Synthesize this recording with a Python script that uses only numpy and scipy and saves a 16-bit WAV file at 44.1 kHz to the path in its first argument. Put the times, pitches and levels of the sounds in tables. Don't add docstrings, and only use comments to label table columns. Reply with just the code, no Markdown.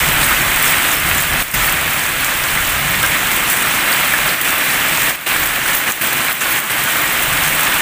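import sys
import numpy as np
from scipy import signal
from scipy.io import wavfile
from scipy.ndimage import uniform_filter1d

SR = 44100
rng = np.random.default_rng(int(sys.argv[2]) if len(sys.argv) > 2 else 0)


def persist_wave(psi):
    counts = np.round(np.clip(psi, -1, 1) * 32767).astype(np.int16)
    wavfile.write(sys.argv[1], SR, np.atleast_2d(counts).T)


def natural_amplitude(level_db):
    exponent = np.asarray(level_db, float) / 20
    return 10 ** exponent


N = 344421

# time_s, level_db
DOWNPOUR = [(0, -15), (0.25, -15.5), (0.5, -16), (0.7, -15), (1.0, -16.5), (1.63, -16.5), (1.85, -18.5),
            (2.45, -18.5), (2.85, -18), (3.0, -17), (3.6, -17), (3.93, -16), (4.15, -16.5), (5.4, -16.5),
            (6.1, -17.6), (6.75, -17.5), (7.1, -16.6), (7.81, -16.5)]
# pitch_hz, level_db (per Hz)
PATTER_COLOUR = [(190, -9.5), (326, -7.5), (418, -14), (461, -11), (698, -7), (871, -7.5), (1270, -3),
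                 (1770, -1), (2300, -2), (2900, -5.5), (3600, -9.5), (4300, -15.5), (5200, -25.5),
                 (6500, -40)]
# pitch_hz, level_db (per Hz)
SPRAY_COLOUR = [(2470, -38), (4200, -9.5), (5860, -4), (7160, -2), (8370, 0), (9400, -4.5), (10500, -3),
                (13600, -34), (22000, -120)]
# pitch_hz, level_db (per Hz)
MIST_COLOUR = [(5290, -36), (9000, -6), (11100, -1.5), (13100, -0.5), (14900, -1), (15400, -9.5)]
SPRAY_BELOW_DB, MIST_BELOW_DB = 11, 10.5
SPRAY_FOLLOWS, MIST_FOLLOWS = 0.92, 1.05

# crest_s, spray_lift_db, mist_lift_db
GUSHES = [(0.0, 2, -1), (0.235, 4, 1), (0.66, 3.5, 3), (0.92, 1, 2), (1.19, 1.5, 1), (1.44, 4.5, 5),
          (1.53, 3.5, 3), (1.65, 1, 3), (1.92, 1.5, 2.5), (2.245, 4, 0), (2.39, -0.5, 1.5), (2.51, 2.5, 1),
          (2.91, 1, 1), (3.04, 0, 1), (3.32, 1.5, 2), (3.515, 3.5, 3), (3.76, 1, 1), (3.92, 0, 1.5),
          (4.43, 2, 3), (4.73, 1.5, 1), (4.99, 1.5, 1.5), (5.43, 1.5, 3), (5.76, 2, 6), (5.93, 2.5, 4),
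          (6.02, 2, 3), (6.33, 0.5, 4), (6.515, 0.5, 4), (7.23, -1, 1), (7.45, 3, 1), (7.62, 1, 1.5)]
GUSH_RISE_S, GUSH_FALL_S = 0.024, 0.051
CRACKLE_PER_S, CRACKLE_DB, CRACKLE_SPREAD_DB = 36, -16, 4.0

# crest_s, rumble_db, growl_db
THUNDER = [(0.0, -25.5, -26), (0.4, -32, -33), (1.06, -26, -30), (1.33, -31, -31), (1.59, -30.5, -30.5),
           (2.18, -41, -36), (2.56, -39, -29.5), (2.85, -28, -35), (3.3, -44, -37), (3.62, -41, -41),
           (4.2, -40.5, -39), (4.75, -37, -43), (5.0, -42, -40), (5.42, -41, -38), (6.13, -53, -49),
           (6.81, -41, -47), (7.29, -32, -31)]
# pitch_hz, level_db (per Hz)
THUNDER_COLOUR = [(12, -33), (20, -3), (49, -1), (102, -8), (146, 4.5), (162, -11), (200, -9), (260, -40),
                  (440, -120)]
ROLL_RISE_DB_PER_S, RUMBLE_FALL_DB_PER_S, GROWL_FALL_DB_PER_S = 110, 25.5, 25
RUMBLE_FLOOR_DB, GROWL_FLOOR_DB = -40, -46

# start_s, peak_db, pitch_hz
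KNOCKS = [(0.2307, -10, 1640), (0.3119, -2.5, 1450), (0.68, -5, 2050), (1.159, -16, 300),
          (1.6761, -4, 1810), (2.574, -5, 2030), (3.0378, 0, 1595), (3.047, -6, 1520), (3.8747, -6, 1620),
          (4.12, -6, 2300), (4.1383, 1, 1700), (4.165, -12, 1650), (5.3622, -7, 1690), (5.657, -6, 1500),
          (5.8764, -7, 2870), (6.957, -6, 1560), (7.04, -5, 1900), (7.5248, -4, 2120)]
# start_s, peak_db
SPLATS = [(0.3361, -5), (0.626, 7), (0.6444, -2), (0.8824, 0), (1.0889, 1), (1.222, 2), (1.4349, -7),
          (1.6221, -4), (1.724, 5), (2.0153, -7), (2.2453, 2), (3.029, 3), (3.3159, -5), (3.4974, -3),
          (3.5194, -1), (3.6586, -7), (3.7474, -1), (4.3509, -7), (4.413, 3), (5.4585, 4), (5.5588, -2),
          (5.677, -5), (5.7488, 3), (5.9209, -3), (6.1295, 2), (6.3269, -1), (6.5609, -3), (6.6009, 1),
          (7.2309, 1), (7.741, 0)]
# start_s, peak_db, centre_hz
TICKS = [(0.2309, -3, 4430), (0.416, -4, 8000), (0.9157, -2, 7000), (1.1796, -10, 7470),
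         (1.2044, -10, 7040), (1.8382, -22, 7430), (2.2453, 0, 7900), (2.374, -8, 7450), (2.4853, -7, 4320),
         (2.6499, -5, 7750), (3.2709, -7, 8000), (3.3154, -13, 7830), (3.4979, -5, 7950), (3.927, 0, 4620),
         (4.2901, -5, 4720), (4.4134, -6, 7900), (4.6884, -9, 7940), (4.9731, -4, 7300), (5.0954, -6, 7630),
         (5.9198, -3, 6980), (6.0681, -12, 7710), (6.4078, -7, 6860), (6.521, -11, 7810),
         (7.0768, -6, 7940), (7.4359, -5, 6120), (7.5254, -7.5, 7770), (7.5956, -11, 7880),
         (7.6329, -10, 7980)]
# start_s, peak_db
DRIPS = [(0.7003, -4), (0.9374, -3), (1.1004, -8), (1.4849, -16), (1.514, -9), (1.9008, -7), (3.0539, -10),
         (3.3654, -3), (3.5014, -2), (3.5074, -2), (3.5134, -4), (3.5244, -4), (3.5304, -3), (3.5708, -5),
         (3.9183, -7), (3.9404, -5), (5.1162, -7), (5.1648, -15), (5.2125, -14), (5.4644, -6), (5.6994, -6),
         (5.7678, -3), (6.5188, -5), (7.3351, -7), (7.4358, -7), (7.6348, -6)]
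SPLAT_TICK_LAG_S = 0.0008
SPLAT_T60_S, DRIP_T60_S, DRIP_DB = 0.014, 0.0065, -0.5
SNAP_DB, SNAP_LOW_HZ, SNAP_HIGH_HZ = -3, 3200, 17000

# start_s, peak_db
PINGS = [
    (0.4029, -30),
    (0.6649, -24),
    (0.925, -29),
    (0.9642, -29),
    (1.6197, -28),
    (3.0229, -28),
]
# pitch_hz, level_db, t60_s
RIM_MODES = [
    (5325, 0, .5),
    (5372, -11, .2),
    (9250, -8, .3),
]
# start_s, peak_db, pitch_hz
PLINKS = [
    (1.180, -21, 7140),
    (1.675, -26, 4500),
    (2.20, -25, 4350),
]

# start_s, end_s, depth_db
DUCKS = [(0.942, 1.046, -1.5), (1.216, 1.317, -1.5), (1.427, 1.536, -10.5), (4.347, 4.445, -4),
         (5.113, 5.164, -6), (5.159, 5.261, -12), (5.44, 5.66, -2), (5.754, 5.866, -2.5), (5.915, 6.01, -8),
         (6.324, 6.409, -5.5), (6.594, 6.697, -4.5)]
# pitch_hz, width_hz, level_db of the added part
MIC_PEAKS = [
    (8430, 930, -5),
    (15300, 1000, 5),
]
CUTOFF_HZ = 15520
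SIDE_LOW_DB, SIDE_HIGH_DB, SIDE_STRAY_DB = -22, -25, -46


def rms_one(x):
    return x / np.sqrt(np.mean(x ** 2) + 1e-20)


def band(x, low_hz, high_hz):
    edges_hz = [low_hz, min(high_hz, .45 * SR)]
    return signal.sosfilt(signal.butter(2, edges_hz, "band", fs=SR, output="sos"), x)


def in_time(rows):
    time_s, *columns = np.transpose(rows)
    return [np.interp(np.arange(N) / SR, time_s, column) for column in columns]


def drift(rate_hz):
    r = np.exp(-80 * np.pi * rate_hz / SR)
    noise = rng.standard_normal(N // 40 + 2002)
    slow = signal.lfilter([1], [1, -2 * r, r * r], noise)[2000:]
    return np.interp(np.arange(N) / 40, np.arange(len(slow)), rms_one(slow))


def impacts(per_s, spread_db, t60, clump_db):
    born = rng.random(N) < per_s * natural_amplitude(clump_db * drift(8)) / SR
    sizes = natural_amplitude(2 * spread_db * np.minimum(rng.exponential(1, N), 4.5))
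    power = signal.lfilter([1], [1, -natural_amplitude(-120 / (t60 * SR))], born * sizes + 1e-18)
    return power / power.mean()


def rainfall(colour, low_hz, high_hz, drops, near_share, patchy_db, count):
    hz, db = np.transpose(colour)
    edges = np.geomspace(low_hz, high_hz, count + 1)
    share = np.clip(near_share, 0, 1)
    white = rng.standard_normal((2, N)) * np.sqrt(1 - share + share * drops)
    out = np.zeros(N)
    for k, (low, high) in enumerate(zip(edges, edges[1:])):
        if k % 3 == 0:
            region = drift(21)
        centre_db = np.interp(np.log(low * high) / 2, np.log(hz), db)
        out += natural_amplitude(centre_db + patchy_db * region) * band(white[k % 2], low, high)
    return rms_one(out)


def gush_lift():
    t, lift = np.arange(N) / SR, 0
    for crest_s, *lift_db in GUSHES:
        width_s = np.where(t < crest_s, GUSH_RISE_S, GUSH_FALL_S)
        shape = np.exp(-((t - crest_s) / width_s) ** 2)
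        lift = lift + np.outer(lift_db, shape)
    return lift


def crackle(lift_db):
    born = rng.random(N) < CRACKLE_PER_S * natural_amplitude(2.5 * lift_db) / SR
    sizes = natural_amplitude(CRACKLE_SPREAD_DB * np.minimum(rng.exponential(1, N), 3.5))
    clicks = born * sizes * rng.choice([-1, 1], N)
    dealt = rng.integers(0, 3, N)
    ranges = [(3300, 5700, 7.0), (5500, 12000, 2.0), (8000, 17000, -7.0)]      # low_hz, high_hz, level_db
    out = np.zeros(N)
    for k, (low, high, db) in enumerate(ranges):
        out += natural_amplitude(CRACKLE_DB + db) * band(clicks * (dealt == k) + 1e-18, low, high)
    return out


def rolls(column, fall_db_per_s, floor_db):
    t = np.arange(N) / SR
    power = natural_amplitude(2 * floor_db)
    for roll in THUNDER:
        age = t - roll[0]
        slope_db = np.minimum(ROLL_RISE_DB_PER_S * age, -fall_db_per_s * age)
        power = power + natural_amplitude(2 * (roll[column] + slope_db))
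    return np.sqrt(power)


def ring(clicks, hz, t60):
    r, w = natural_amplitude(-60 / (t60 * SR)), 2 * np.pi * hz / SR
    return signal.lfilter([0, np.sin(w)], [1, -2 * r * np.cos(w), r * r], clicks + 1e-18)


def knocks():
    out, click = np.zeros(N + 2048), np.eye(1, 2048)[0]
    for start_s, db, hz in KNOCKS:
        modes = ring(click, hz, 0.049) + .5 * ring(click, .87 * hz, 0.044)
        out[round(start_s * SR):][:2048] += natural_amplitude(db - 7.5) * modes
    return out[:N]


def spit(low_hz, high_hz, t60, tail):
    age = np.arange(3072) / SR
    noise = rng.standard_normal(len(age))
    noise[0] = 10
    decay = natural_amplitude(-60 * age / max(t60, .002)) + tail * natural_amplitude(-60 * age / 0.2)
    burst = band(noise * decay, low_hz, high_hz)
    return burst / np.abs(burst).max()


def splats():
    out = np.zeros(N + 3072)
    for start_s, db in DRIPS:
        drip = spit(6300, 21000, DRIP_T60_S, tail=0.08)
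        out[round(start_s * SR):][:3072] += natural_amplitude(db + DRIP_DB) * drip
    for start_s, db in SPLATS:
        splat = spit(9400, 21000, SPLAT_T60_S, tail=0.14)
        out[round((start_s + SPLAT_TICK_LAG_S) * SR):][:3072] += natural_amplitude(db - 3.0) * splat
    for start_s, db, hz in TICKS:
        body = spit(0.83 * hz, 1.1 * hz, 0.03, tail=0.18)
        contact = 1.3 * spit(3200, 9000, 0.0046, tail=.05)
        out[round((start_s + SPLAT_TICK_LAG_S) * SR):][:3072] += natural_amplitude(db - 9.5) * (body + contact)
    return out[:N]


def snaps():
    clicks = np.zeros(N)
    for start_s, db, *_ in SPLATS + TICKS:
        height = natural_amplitude(min(db, -1) + SNAP_DB)
        clicks[round((start_s + SPLAT_TICK_LAG_S) * SR)] = height * rng.choice([-1, 1])
    return band(clicks + 1e-18, SNAP_LOW_HZ, SNAP_HIGH_HZ)


def pings():
    out, age = np.zeros(N + 4096), np.arange(4096) / SR
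    swell = (1 - np.exp(-age / 0.0066)) / (1 + (age / 0.03) ** 4)
    for start_s, db in PINGS:
        for hz, mode_db, t60 in RIM_MODES:
            decay = natural_amplitude(db + mode_db - 60 * age / t60)
            out[round(start_s * SR):][:4096] += decay * swell * np.sin(2 * np.pi * hz * age)
    return out[:N]


def limiter_gain():
    db = np.zeros(N)
    for start_s, end_s, depth_db in DUCKS:
        db[round(start_s * SR):round(end_s * SR)] = depth_db
    slope = 2500 / SR * np.arange(N)
    db = np.minimum.accumulate(db - slope) + slope
    return natural_amplitude(uniform_filter1d(db, size=40))


def plinks():
    out, click = np.zeros(N + 2048), np.eye(1, 2048)[0]
    for start_s, db, hz in PLINKS:
        out[round(start_s * SR):][:2048] += natural_amplitude(db) * ring(click, hz, 0.13)
    return out[:N]


def scene():
    rain_db, = in_time(DOWNPOUR)
    mean_db = rain_db.mean()
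    swing_db = rain_db - mean_db
    spray_lift_db, mist_lift_db = gush_lift()
    spray_db = mean_db - SPRAY_BELOW_DB + SPRAY_FOLLOWS * swing_db + spray_lift_db
    mist_db = mean_db - MIST_BELOW_DB + MIST_FOLLOWS * swing_db + mist_lift_db

    droplets = impacts(400, 3.8, 0.015, clump_db=4.0)
    finest = impacts(380, 5.3, 0.0096, clump_db=2.0)
    tile_drops = impacts(900, 3.3, 0.0054, clump_db=1.5)
    mist_drops = .4 * droplets + 0.55 * finest
    patter = rainfall(PATTER_COLOUR, 169.8, 6010, tile_drops, near_share=0.2, patchy_db=0.69, count=28)
    spray = rainfall(SPRAY_COLOUR, 4304, 10450, droplets, near_share=0.21, patchy_db=1.0, count=9)
    mist = rainfall(MIST_COLOUR, 9880, 16800, mist_drops, near_share=0.3, patchy_db=-0.5, count=6)
    bed = natural_amplitude(rain_db - 1.0) * patter + natural_amplitude(spray_db) * spray + natural_amplitude(mist_db) * mist

    rumble = rainfall(THUNDER_COLOUR, 79.4, 229.2, 1, near_share=0, patchy_db=1.5, count=6)
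    growl = rainfall(THUNDER_COLOUR, 14, 91.5, 1, near_share=0, patchy_db=1.0, count=5)
    bed += rolls(1, RUMBLE_FALL_DB_PER_S, RUMBLE_FLOOR_DB) * rumble
    bed += rolls(2, GROWL_FALL_DB_PER_S, GROWL_FLOOR_DB) * growl

    near = splats() + snaps() + knocks() + pings() + plinks()
    return np.tile(limiter_gain() * (bed + crackle(spray_lift_db)) + near, (2, 1))


def roll_off(x):
    return signal.sosfilt(signal.butter(12, 16860, fs=SR, output="sos"), x)


def record(dry):
    x = dry
    for hz, width_hz, db in MIC_PEAKS:
        r = np.exp(-np.pi * width_hz / SR)
        poles = [1, -2 * r * np.cos(2 * np.pi * hz / SR), r * r]
        peak = signal.lfilter([(1 - r * r) / 2, 0, (r * r - 1) / 2], poles, x)
        x = x + natural_amplitude(db) * peak
    bass = signal.sosfilt(signal.butter(1, 500, fs=SR, output="sos"), x)
    stray = np.roll(x, round(.05 * SR), axis=1)
    side = natural_amplitude(SIDE_LOW_DB) * bass + natural_amplitude(SIDE_HIGH_DB) * (x - bass) + natural_amplitude(SIDE_STRAY_DB) * stray
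    x = 2.168 * np.tanh((x + side * [[-1], [1]]) / 1.827)
    x = signal.sosfilt(signal.ellip(14, .3, 90, CUTOFF_HZ, fs=SR, output="sos"), x)
    return roll_off(x)


dry = scene()
out = record(dry)
persist_wave(out)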